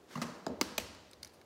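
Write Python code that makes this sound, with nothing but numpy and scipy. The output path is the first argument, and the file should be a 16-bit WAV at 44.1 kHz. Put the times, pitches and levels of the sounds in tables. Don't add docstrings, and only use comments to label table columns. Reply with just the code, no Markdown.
import sys
import numpy as np
from scipy import signal
from scipy.fft import rfft, irfft, next_fast_len
from scipy.io import wavfile
from scipy.ndimage import uniform_filter1d, map_coordinates

SR = 44100
rng = np.random.default_rng(int(sys.argv[2]) if len(sys.argv) > 2 else 0)


def file_out(sig):
    cols = np.atleast_2d(sig).T
    lim = np.clip(cols, -1, 1)
    pcm = np.round(lim * 32767).astype(np.int16)
    wavfile.write(sys.argv[1], SR, pcm)


def attenuation_scalar(level_db):
    decades = np.asarray(level_db, float) / 20
    return 10 ** decades


N = 63945

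WET_DB = [-51, -46, -44.5, -47, -71.5]
LAG_S = [0.00291, .003, 0.00238, 0.00184, 0.00012]
# hz, power_db_per_hz
DENTED_POWER = [(40, 3.5), (200, -9), (400, -5.5), (1500, -12.5), (2600, -10.5), (5000, -16), (9000, -19.5),
                (16000, -26)]


def unit(x):
    return x / np.sqrt(np.mean(x ** 2) + 1e-20)


def along(points, hz):
    f, v = np.transpose(points)
    return np.interp(np.log(hz + 1), np.log(f + 1), v)


def lift(peaks, hz):
    return sum(db * np.exp(-((hz - centre) / width) ** 2) for centre, width, db in peaks)


def filtered(x, response):
    m = next_fast_len(len(x) + SR // 2)
    return irfft(rfft(x, m) * response(np.fft.rfftfreq(m, 1 / SR)), m)[:len(x)]


def hiss(spectrum, patchy_db):
    z = signal.stft(rng.standard_normal(N + 512), nperseg=512)[2]
    field = uniform_filter1d(uniform_filter1d(rng.standard_normal(z.shape), 6, 0), 10, 1)
    x = signal.istft(z * attenuation_scalar(patchy_db * unit(field)), nperseg=512)[1][:N]
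    return unit(filtered(x, lambda hz: attenuation_scalar(along(spectrum, hz))))


def contact_force(rise_s, contact_s, t):
    stiff_hz = 690
    grit_s, grit_db = 0.002, -3.5
    hz = np.fft.rfftfreq(len(t), 1 / SR)
    knots, spikes = rng.standard_normal((2, len(t)))
    scatter = map_coordinates(knots, [hz * contact_s * 1.3]) ** 2
    late = rise_s + contact_s / 2 * hz / (hz + stiff_hz) * scatter
    phase = -2j * np.pi * np.cumsum(late) * hz[1]
    clean = irfft(np.exp(phase), len(t)) * (t < 0.1)
    grit = spikes * (1 - np.exp(-t / rise_s)) * np.exp(-t / (contact_s + grit_s))
    return clean + attenuation_scalar(grit_db) * grit / np.linalg.norm(grit)


def ringing(hz, body, lag_s, tilt_db, piece):
    colour = attenuation_scalar(tilt_db * np.log2((hz + 100) / 2000) + lift(piece, hz))
    bending = np.exp(-2j * np.pi * lag_s * 300 * np.log((hz + 60) / SR))
    modes = 0
    for j, (centre, width, db) in enumerate(body):
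        damping = 1j * hz * width
        modes = modes + (-1) ** j * attenuation_scalar(db) * damping / (centre ** 2 - hz ** 2 + damping)
    return colour * bending * modes


def strike(hits, body, lag_s, pieces=None):
    piece_width = 0.11
    scale_db = -1 - 6
    out, t = np.zeros(N + SR), np.arange(SR // 5) / SR
    for k, (start_s, db, rise_s, contact_s, tilt_db) in enumerate(hits):
        piece = []
        if pieces:
            pitch_hz, lift_db = pieces[k]
            piece = [(pitch_hz, piece_width * pitch_hz, lift_db)]
        force = contact_force(rise_s, contact_s, t)
        y = filtered(force, lambda hz: ringing(hz, body, lag_s, tilt_db, piece))
        loudest = np.sqrt(uniform_filter1d(y * y, size=SR // 100).max())
        out[round(start_s * SR):][:len(t)] += attenuation_scalar(db + scale_db) * y / loudest
    return out[:N]


def room(hits, power, wet_db):
    # hz, t60_s
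    decay = [(60, 0.19), (250, 0.88), (1000, 1), (4000, 1), (8000, 0.69), (11000, 0.44), (16000, 0.35)]
    build_s = 0.0013
    out, t = np.zeros(N + 2 * SR), np.arange(SR) / SR
    for start_s, db, *_ in hits:
        hz, frame_s, z = signal.stft(rng.standard_normal(SR), SR, nperseg=256)
        z = z * attenuation_scalar(along(power, hz)[:, None] - 60 * frame_s / along(decay, hz)[:, None])
        tail = signal.istft(z, SR, nperseg=256)[1][:SR]
        tail = tail / np.sqrt(np.mean(tail[:SR // 20] ** 2))
        tail = tail * (1 - np.exp(-(t / build_s) ** 2))
        out[round(start_s * SR):][:SR] += attenuation_scalar(wet_db + db - hits[0][1]) * tail
    return out[:N]


def appliance_hum():
    # hz, power_db_per_hz
    hum = [(12, -42), (20, -7.5), (222, -0.5), (285, -1.5), (328, -0.5), (472, -0.5), (1530, -14),
           (7520, -27.5), (16000, -33.5)]
    return attenuation_scalar(-61.5) * hiss(hum, patchy_db=0.5)


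def booms():
    mode_hz = [66.5, 79, 95.5]
    # start_s, level_db
    blows = [
        (0, -68),
        (0.465, -52.5),
        (0.615, -58.5),
        (0.778, -50.5),
        (1.148, -61),
    ]
    in_step_s, rise_s, t60_s = 0.0583, 0.0093, 0.83
    t = np.arange(N) / SR
    out = np.zeros(N)
    for start_s, db in blows:
        since = (t - start_s).clip(0)
        swell = attenuation_scalar(db - 60 * since / t60_s) * (1 - np.exp(-(since / rise_s) ** 2))
        out += swell * sum(np.cos(2 * np.pi * hz * (t - start_s - in_step_s)) for hz in mode_hz)
    return out


def liner():
    # hz, power_db_per_hz
    plastic = [(60, -45), (120, -16), (250, 6), (800, -7), (1700, -3), (3500, -11.5), (7000, -17),
               (16000, -29)]
    # start_s, level_db, rise_s, fall_s
    brushes = [
        (0.054, -49.5, 0.073, 0.074),
        (0.214, -38, 0.0073, 0.013),
        (0.258, -59, 0.012, 0.1),
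    ]
    t = np.arange(N) / SR
    shape = np.zeros(N)
    for start_s, db, rise_s, fall_s in brushes:
        swell = np.clip((t - start_s) / rise_s, 0, 1) ** 2
        shape += attenuation_scalar(db) * swell * np.exp(-np.clip(t - start_s - rise_s, 0, None) / fall_s)
    grain_db = 1.5 * map_coordinates(rng.standard_normal(400), [t * 200])
    return attenuation_scalar(grain_db) * shape * hiss(plastic, patchy_db=1.0)


def bin_knocks():
    # start_s, level_db, rise_s, contact_s, brightness_db_per_octave
    hits = [
        (.1535, -34, 0.00082, 0.0035, -2.5),
        (.1545, -34, 0.00089, 0.0014, -1.5),
        (.173, -30, 0.0019, 0.005, -4),
        (.2158, -28.5, 0.000633, 0.00091, -0.5),
        (.229, -46, 0.00076, 0.003, -21),
        (.237, -34.5, 0.0014, 0.0037, -12),
        (.285, -39.5, 0.0025, 0.0033, -4.5),
    ]
    # pitch_hz, width_hz, level_db
    body = [(157.4, 16, 14), (239.5, 16, 12), (396, 46, -14), (600, 50, -1.5), (920, 89, -3),
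            (1210, 110, 1), (2050, 75, -1.5), (2870, 370, -23), (4040, 100, -7), (4340, 230, -11),
            (6300, 830, -13), (8000, 500, -32), (10100, 1700, -21.5)]
    # pitch_hz, lift_db
    spots = [(2800, 26), (1080, 14), (800, 12), (1240, 6.5), (1900, 6), (1310, -4), (247, 6)]
    # hz, power_db_per_hz
    power = [(40, -53), (90, -25), (170, -5.5), (300, -8), (1300, -11), (3000, -24.5), (7000, -27.5),
             (16000, -39.5)]
    return strike(hits, body, LAG_S[0], spots), (hits[1:4:2], power, WET_DB[0])


def counter_thud():
    # start_s, level_db, rise_s, contact_s, brightness_db_per_octave
    hits = [
        (.4648, -25, 0.00056, 0.00073, -0.6),
        (.478, -47.5, 0.0022, 0.0051, 2),
        (.491, -34, 0.0016, 0.0014, -16),
        (.503, -38, 0.0028, 0.0035, -7),
        (.516, -43, 0.00096, 0.0013, -3.5),
        (.528, -41, 0.0016, 0.0008, -6),
    ]
    # pitch_hz, width_hz, level_db
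    body = [(188, 56, -7), (260.4, 20.6, 4.5), (381, 35, -1.5), (482, 42, -7.5), (653, 46, -2.5),
            (910, 200, -13), (1280, 240, -14.5), (1727, 55, -14.5), (2370, 110, -38), (3940, 340, -24.5),
            (4990, 190, -21), (7070, 530, -26.5), (11900, 5000, -44.5)]
    # hz, power_db_per_hz
    power = [(40, -44), (120, -34), (260, -4), (500, -8.5), (1100, -21.5), (1600, -32), (5000, -41),
             (16000, -60)]
    return strike(hits, body, LAG_S[1]), (hits[:1], power, WET_DB[1])


def first_rap():
    # start_s, level_db, rise_s, contact_s, brightness_db_per_octave
    hits = [
        (.6119, -16.5, 0.00016, 0.00028, 1),
        (.6135, -24, 0.00038, 0.0016, 0),
        (.6148, -31, 0.000295, 0.0013, 0),
        (.624, -40, .003, 0.0064, 1),
    ]
    # pitch_hz, width_hz, level_db
    body = [(264, 120, 12), (547, 220, 3), (946, 260, 5), (1400, 260, 3.5), (1990, 230, 2.5),
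            (2630, 310, 0), (2900, 240, -2), (4100, 340, -1.5), (4600, 240, -2), (4990, 265, -1.5),
            (6040, 410, -5.5), (8020, 1300, -11), (10600, 2700, -15.5), (14200, 2800, -15)]
    # pitch_hz, lift_db
    spots = [(2000, 1.3), (1300, 8), (4900, 2), (5200, 1.8)]
    # hz, power_db_per_hz
    power = [(40, -49), (260, 7), (500, -7), (1200, -7), (2300, -13), (5000, -14.5), (9000, -21.5),
             (16000, -27)]
    return strike(hits, body, LAG_S[2], spots), (hits[:1], power, WET_DB[2])


def second_rap():
    # start_s, level_db, rise_s, contact_s, brightness_db_per_octave
    hits = [
        (.7787, -29.5, 0.00036, 0.00043, 0),
        (.7799, -22, 0.00026, 0.00056, 0.35),
        (.7815, -27.5, 0.00036, 0.00086, 0),
        (.7828, -29, 0.000283, 0.0018, 0),
        (.794, -40, 0.0046, 0.0056, 0.82),
    ]
    # pitch_hz, width_hz, level_db
    body = [(244, 74, 7.5), (620, 270, 3), (950, 300, 1), (2060, 280, 0), (2540, 310, 4.5), (2940, 490, 0),
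            (3750, 430, -2.5), (4440, 550, -1.5), (4780, 340, -0.5), (6200, 430, -5), (7900, 670, -6.5),
            (10500, 740, -12.5), (12400, 840, -7.5), (15400, 570, -11)]
    # pitch_hz, lift_db
    spots = [(2770, 4), (4430, 3.7), (3700, 3.8), (6100, 7.9), (2800, 5.3)]
    return strike(hits, body, LAG_S[3], spots), (hits[1:2], DENTED_POWER, WET_DB[3])


def shell_crackles():
    # start_s, level_db, rise_s, contact_s, brightness_db_per_octave
    snaps = [(.948, -50, 0.00065, 0.0011, -4), (1.1122, -52.5, 0.00041, 0.0014, 0),
             (1.1312, -48, 0.0012, 0.0022, -1), (1.227, -59, 0.00038, 0.0016, -4),
             (1.2294, -38, 0.00052, 0.0011, 0), (1.2314, -43.5, 0.00041, 0.0011, 0.5),
             (1.2403, -64, .0003, 0.00092, -4), (1.2467, -41.5, 0.00036, 0.00086, -0.5),
             (1.2562, -53, 0.00029, 0.00113, 0), (1.266, -53, 0.00043, 0.0015, -5),
             (1.273, -53, 0.00028, 0.0023, 2.5), (1.288, -63, .004, .015, 0),
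             (1.33, -60.5, 0.0066, 0.022, 3), (1.4137, -53.5, 0.00037, 0.00065, -5)]
    # pitch_hz, width_hz, level_db
    body = [(1480, 400, -11), (2240, 190, -4), (3000, 180, -9.5), (3690, 300, -7), (4310, 370, -3.5),
            (5000, 180, -1), (5860, 300, -10.5), (6400, 240, -7.5), (7530, 510, -12), (8700, 490, -11),
            (9390, 470, -8), (10700, 340, -8), (13300, 1300, -14)]
    # pitch_hz, lift_db
    pieces = [(4950, 4), (8000, 13.5), (3780, 8), (7000, 3), (4900, 3), (4760, 3), (4700, 7), (5600, 9.5),
              (4030, -4), (3900, 11), (8900, 3), (4500, 16), (12200, 1), (2140, 2.5)]
    return strike(snaps, body, LAG_S[4], pieces), (snaps[5:8:2], DENTED_POWER, WET_DB[4])


def scene():
    # pitch_hz, width_hz, lift_db
    room_modes = [(182.7, 22, 5), (245, 59, 10.5), (370, 23, 2.5), (487, 4.3, 5.5), (627, 55, 2.5),
                  (960, 51, 2), (1356, 120, 2.5)]
    blows = [bin_knocks(), counter_thud(), first_rap(), second_rap(), shell_crackles()]
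    direct = sum(near for near, _ in blows)
    wet = sum(room(*feed) for _, feed in blows)
    uneven = rng.standard_normal(SR // 100)

    def room_colour(hz):
        return attenuation_scalar(lift(room_modes, hz) + 1.5 * map_coordinates(uneven, [hz / 60]))

    wet = filtered(wet, room_colour)
    return (direct + wet + liner() + booms() + appliance_hum())[None]


def band_limit(x):
    return signal.sosfilt(signal.butter(12, 17100, fs=SR, output="sos"), x)


def record(dry):
    # pitch_hz, width_hz, lift_db
    capsule = [(4520, 870, 2), (2300, 400, -1), (6340, 1450, 2.5)]
    low_cut_hz, end_hz = 42, 17100
    top_hz, edge_hz, top_db = 15700, 540, -20

    def microphone(hz):
        low_cut = (1j * hz / (low_cut_hz + 1j * hz)) ** 3
        treble = attenuation_scalar(top_db * np.clip((hz - top_hz) / edge_hz, 0, 1)) * (hz < end_hz)
        return attenuation_scalar(lift(capsule, hz)) * low_cut * treble

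    mix = filtered(dry[0], microphone)[None]
    return band_limit(mix)


dry = scene()
out = record(dry)
file_out(out)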